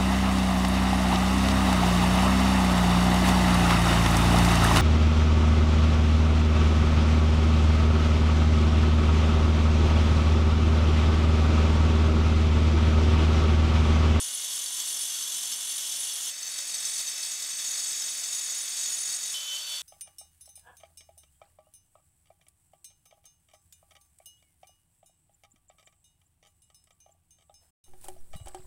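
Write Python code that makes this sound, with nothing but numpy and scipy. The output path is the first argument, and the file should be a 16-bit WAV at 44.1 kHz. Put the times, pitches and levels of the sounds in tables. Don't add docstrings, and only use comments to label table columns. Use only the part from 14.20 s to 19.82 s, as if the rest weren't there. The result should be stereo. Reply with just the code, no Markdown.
import sys
import numpy as np
from scipy import signal
from scipy.fft import rfft, irfft
from scipy.io import wavfile
from scipy.ndimage import uniform_filter1d

SR = 44100
rng = np.random.default_rng(int(sys.argv[2]) if len(sys.argv) > 2 else 0)


def generate_wav(sig):
    pcm = np.round(np.clip(np.atleast_2d(sig).T, -1, 1) * 32767).astype(np.int16)
    wavfile.write(sys.argv[1], SR, pcm)


def elevation(decibels):
    levels = np.asarray(decibels, float)
    return 10 ** (levels / 20)


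N = 247779

MOVES_S = (2.104, 5.143)
SPINDLE_HZ, MAINS_HZ = 145.33, 50

MODE_HZ = [3420, 3760, 3905, 4500, 5240, 5360, 5860, 6110, 6210, 6760, 7020, 7260, 7460, 7600, 7975, 8030,
           8185, 9130, 9435, 10660, 11300, 12020, 12750, 13100, 13380, 14080, 14600, 15400]
MODE_WIDTH_HZ = [177, 72, 45, 89, 70, 71, 60, 80, 68.6, 33.4, 35, 130, 80, 70, 45.4, 50, 52, 45, 39.7, 254,
                 230, 90, 169, 55, 90, 79, 110, 60]
# beside_db, close_db, far_db [dB]
MODE_DB = [(4.5, -1.5, 2), (-5, 6, -7), (-1, -6, -1), (2.5, 7, 6), (-8, 1.5, -1), (4.5, 7, 4), (0, 0, 4),
           (3, -11, 2), (7.5, 11, 0), (4, 12, 3), (2, 3, -6), (1, -4, -11), (-4, -1, -6), (-13, -11, -10),
           (0, 9.5, 3), (0.5, 1, -9), (5, 10.5, 2), (-7, -8, -11), (11, 8, 2), (-4, -7.5, -16),
           (-3.5, -8.5, -10), (-7, -7.5, -7), (-10, -12, -12), (-10, -14, -9), (-16, -17, -16),
           (-11, -11, -15), (-18, -18, -23), (-14, -12, -15)]
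THIN_MODE, TOP_MODE = 9, 18
# pitch_hz [Hz], level_db [dB per Hz]
DUST_SPECTRA = [
    [(1400, -48), (2650, -20), (2800, -5), (3360, -7.5), (4090, -9.5), (4300, -9), (4930, -13), (6000, -4),
     (8740, -7), (9980, -9), (11100, -18), (11800, -17), (13600, -22), (15600, -25)],
    [(1410, -41.5), (2400, -10.5), (3280, -5.5), (3750, -0.5), (4190, -42), (4460, 2.5), (4930, -4),
     (6540, -1.5), (8210, -3), (8740, -23), (9750, -7), (9980, -11), (15600, -21)],
    [(1400, -51), (2400, -23), (3000, -10), (3600, -6), (4190, -16), (4900, -24), (6400, -11.5),
     (7500, -12), (8700, -17), (10000, -13.5), (12500, -28), (15600, -31)],
]
# pitch_hz [Hz], level_db [dB per Hz]
BODY_SPECTRA = [
    [(15, -71), (25, -45), (96, -26), (211, -34.5), (242, -13), (273, -21.5), (577, -14.5), (612, -13.5),
     (703, -13), (1020, -9), (2300, -7), (2800, -8.5), (3640, -18), (6160, -120)],
    [(15, -57), (25, -40), (191, -21.5), (464, -20), (589, -14), (1020, -13), (1200, -9.5), (1520, -9.5),
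     (1960, -3.5), (2490, -8), (2640, -3), (2800, -15.5), (3640, -23), (6160, -120)],
    [(15, -82), (25, -52), (108, -39.5), (134, -31), (464, -21.5), (589, -12), (731, -13), (964, -9.5),
     (1300, -7.5), (1460, -7), (1890, -8.5), (2800, -4.5), (3640, -26), (6160, -120)],
]
# pitch_hz [Hz], level_db [dB per Hz]
BENCH_SPECTRUM = [(30, -21), (60, -5), (110, -2.5), (250, 0), (480, -0.5), (900, -21), (2000, -61)]
# pitch_hz [Hz], level_db [dB]
MACHINE_TONES = [
    [(247.6, -77.5), (581.4, -73.5), (726.7, -71), (872.1, -74), (1017, -69.5), (1163, -72.5), (1502, -69),
     (1884, -65), (2164, -66), (2466, -92), (2649, -69), (2902, -57), (3047, -54), (3327, -58), (3472, -76),
     (3747, -58.5)],
    [(581.4, -75.5), (726.7, -74), (1507, -69.5), (2008, -68.5), (2169, -75), (2616, -61.5), (2751, -79),
     (2907, -69), (3052, -64), (3488, -56), (3623, -61), (3768, -73)],
    [(145.3, -82.5), (581, -72), (1502, -66), (2008, -65.5), (2320, -65), (2616, -60.5), (2762, -61),
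     (2907, -61), (3198, -69), (3343, -70)],
]
# start_s [s], lift_db [dB]
HARD_LUMPS = [(0.601, 7.5), (0.6719, 4), (.85, 7), (1.2296, 4.5), (1.3164, 7), (1.5783, 8), (1.99, 0),
              (2.1261, 4.5), (2.386, 9), (2.542, 9), (2.6519, 8), (2.7927, 10), (2.8769, 6), (3.0285, 5.5),
              (3.1164, 7.5), (3.2221, 3), (3.301, 7), (3.3856, 8.5), (3.4486, 7), (3.7559, 1), (3.8192, 7),
              (4.0346, 6.5), (4.127, 8.5), (4.5022, 0), (4.5695, 3.5), (4.657, 6), (4.7765, 2.5), (4.89, 3),
              (5.0574, 6.5), (5.128, 7)]
# start_s [s], level_db [dB]
FEED = [(0, -1), (.08, -0.5), (.62, 0), (1.45, 0), (1.6, 0), (2.09, 1), (2.115, -4.5), (2.3, -1),
        (2.45, -1), (2.8, 0.5), (3.15, -0.9), (3.4, 0.3), (3.9, 0.2), (4.45, -0.5), (4.63, 1.5),
        (4.8, -0.5), (4.93, 0.5), (5.03, -1.5)]
# pitch_hz [Hz], level_db [dB]
GUARD_TONES = [(3478, 1.5), (3768, -3.5), (4495, 0.5)]

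# level in dB at mid stay, and its creep in dB per s as the groove deepens
CUT_DB, CUT_CREEP = (-34.5, -34, -39), (0.01, 0.01, -1)
BODY_DB, BODY_CREEP = (-52, -49, -51), (-0.16, -0.32, 1.5)
THIN_DB, THIN_CREEP = (-46, -40.5, -48), (-2.2, 1.9, -8.0)
TOP_DB, TOP_CREEP = (-39.3, -43, -49.5), (-0.075, 0.71, -10)
DUST_DB = (-4.5, -7, -3)
BENCH_DB = (-71.5, -71.5, -86)
DRYNESS = (1, 1, .5)
BODY_FOLLOW, THIN_FOLLOW, TOP_FOLLOW = 0.93, 0.91, 0.74
SWELL_DB, SWELL_HZ = 2, 10.5

LUMP_S, DRAG_S, DRAG_SHARE = .0075, 0.019, 0.2
YARD_T60_S, YARD_DB = .16, -11

ROCK_HZ, ROCK_PEAK_S, ROCK_DB, RIM_LAG_S = 5.23, 5.33, 1.5, 0.023
TURN_AT_S, TURN_S = 5.4, 0.018
GEAR_DB, GEAR_ROCK, GEAR_DROP_DB = -39, 2.1, -9
GUARD_DB, GUARD_ROCK, GUARD_RISE_DB = -54.5, 2.2, 9.5


def shape(x, gain):
    size = 1 << 14
    hz = np.arange(size // 2 + 1) * SR / size
    cepstrum = irfft(np.log(gain(hz) + 1e-9), size)
    cepstrum[1:size // 2] *= 2
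    cepstrum[size // 2 + 1:] = 0
    impulse = irfft(np.exp(rfft(cepstrum)), size)
    y = signal.fftconvolve(x, impulse)[:len(x)]
    return y / np.std(y)


def colour(x, points):
    hz, db = np.transpose(points)
    return shape(x, lambda f: elevation(np.interp(np.log(f + 1), np.log(hz), db)))


def walk(rate_hz, size=N):
    hold = int(SR / rate_hz)
    steps = np.repeat(rng.standard_normal(size // hold + 2), hold)
    return 1.3 * uniform_filter1d(uniform_filter1d(steps, hold), hold)[:size]


def bite(turn):
    torque = 2 * np.pi * 2 * MAINS_HZ * np.arange(N) / SR
    spots_db = 6 * np.exp(-(turn / np.pi % 1) / .3) + .6 * np.cos(turn)
    beat_db = 1.74 * np.cos(turn - torque) + 0.29 * np.cos(torque)
    hands_db = .5 * walk(12) + 0.69 * walk(40)
    return spots_db + beat_db + hands_db


def grit(spread_db, press_db):
    size_db = spread_db * np.minimum(rng.exponential(size=len(press_db)), 6)
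    return rng.standard_normal(len(press_db)) * elevation(size_db + press_db)


def rings(modes):
    def gain(f):
        power = sum(elevation(2 * db) / (1 + (2 * (f - hz) / max(width, 4)) ** 2) for hz, width, db in modes)
        return f / np.hypot(f, 3000) * np.sqrt(power)
    return gain


def disc(press_db, place, thin_db, top_db):
    modes = list(zip(MODE_HZ, MODE_WIDTH_HZ, np.transpose(MODE_DB)[place]))
    rest = [mode for k, mode in enumerate(modes) if k not in (THIN_MODE, TOP_MODE)]
    ring = shape(grit(3.36, press_db), rings(rest))
    thin = elevation(thin_db) * shape(grit(2.6, .5 * press_db), rings([modes[THIN_MODE]]))
    top = elevation(top_db) * shape(grit(2.6, .5 * press_db), rings([modes[TOP_MODE]]))
    return ring, thin + top


def dust(press_db, place):
    return elevation(DUST_DB[place]) * colour(grit(1.95, 0.44 * press_db), DUST_SPECTRA[place])


def yard(x):
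    t = np.arange(int(YARD_T60_S * SR)) / SR
    echoes = rng.standard_normal(len(t)) * elevation(-60 * t / YARD_T60_S) * (t > .003)
    echoes = elevation(YARD_DB) * echoes / np.sqrt(np.sum(echoes ** 2))
    echoes[0] = 1
    return signal.fftconvolve(x, echoes)[:len(x)] / np.sqrt(np.sum(echoes ** 2))


def body(press_db, place):
    return colour(grit(2.53, 0.48 * press_db), BODY_SPECTRA[place])


def bench(press_db, place):
    size = len(press_db)
    shudder_db = 1.3 * uniform_filter1d(press_db, size=300) + 1.8 * walk(40.2, size)
    level_db = BENCH_DB[place] + shudder_db - shudder_db.mean()
    return elevation(level_db) * colour(rng.standard_normal(size), BENCH_SPECTRUM)


def whine(tones, motor_s, flutter_db):
    out = 0
    for hz, db in tones:
        level = elevation(db + flutter_db * walk(24, size=len(motor_s)))
        out = out + level * np.sin(2 * np.pi * (hz * motor_s + rng.random()))
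    return np.sqrt(2) * out


def lumps():
    kick = np.zeros(N)
    start_s, lift_db = np.transpose(HARD_LUMPS)
    kick[(start_s * SR).astype(int)] = lift_db
    t = np.arange(SR // 10) / SR
    relax = (1 - DRAG_SHARE) * np.exp(-t / LUMP_S) + DRAG_SHARE * np.exp(-t / DRAG_S)
    return signal.fftconvolve(kick, relax)[:N]


def rock(t, lag_s=0):
    return ROCK_DB * np.cos(2 * np.pi * ROCK_HZ * (t - ROCK_PEAK_S - lag_s))


def turning_housing(t, motor_s):
    turned = .5 + .5 * np.tanh((t - TURN_AT_S) / TURN_S)
    gear_db = GEAR_DB + GEAR_ROCK * rock(t) + GEAR_DROP_DB * turned
    guard_db = GUARD_DB + GUARD_ROCK * rock(t) + GUARD_RISE_DB * turned
    gear = elevation(gear_db) * whine([(3052, 0)], motor_s, flutter_db=.6)
    guard = elevation(guard_db) * whine(GUARD_TONES, motor_s, flutter_db=3.5)
    return gear + guard


def scene():
    motor_s = np.cumsum(1 + 0.001508 * walk(6)) / SR
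    bite_db = bite(2 * np.pi * SPINDLE_HZ * motor_s) + lumps()
    edges = [0] + [int(s * SR) for s in MOVES_S] + [N]
    parts = []
    for k in range(len(CUT_DB)):
        lead = max(edges[k] - 2048, 0)
        span = slice(lead, edges[k + 1])
        t = np.arange(lead, edges[k + 1]) / SR
        since = t - t.mean()
        far = k == len(MOVES_S)
        press_db = DRYNESS[k] * bite_db[span]
        feed_db = rock(t, RIM_LAG_S) if far else np.interp(t, *np.transpose(FEED))

        thin_db = THIN_DB[k] + THIN_CREEP[k] * since + THIN_FOLLOW * feed_db
        thin_db = thin_db + SWELL_DB * walk(SWELL_HZ, size=len(t))
        top_db = TOP_DB[k] + TOP_CREEP[k] * since + TOP_FOLLOW * feed_db
        top_db = top_db + SWELL_DB * walk(SWELL_HZ, size=len(t))
        ring, singing = disc(press_db, k, thin_db, top_db)

        cut_db = CUT_DB[k] + CUT_CREEP[k] * since + feed_db
        body_db = BODY_DB[k] + BODY_CREEP[k] * since + BODY_FOLLOW * DRYNESS[k] * feed_db
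        heard = elevation(cut_db) * yard(ring + dust(press_db, k)) + singing
        heard = heard + elevation(body_db) * body(press_db, k)
        heard = heard + bench(press_db, k)
        heard = heard + whine(MACHINE_TONES[k], motor_s[span], flutter_db=3.2)
        if far:
            heard = heard + turning_housing(t, motor_s[span])
        parts.append(heard[edges[k] - lead:])
    return np.array([np.concatenate(parts)] * 2)


def band_limit(x):
    return signal.sosfilt(signal.butter(12, 16250, fs=SR, output="sos"), x)


def record(dry):
    soft = .12 * np.tanh(dry / .12)
    soft = soft - 0.74 * soft ** 2
    low_cut = signal.butter(2, 70, "high", fs=SR, output="sos")
    top_cut = signal.ellip(12, .2, 70, 15720, fs=SR, output="sos")
    mix = signal.sosfilt(top_cut, signal.sosfilt(low_cut, soft))
    return band_limit(mix)


dry = scene()
out = record(dry)
generate_wav(out)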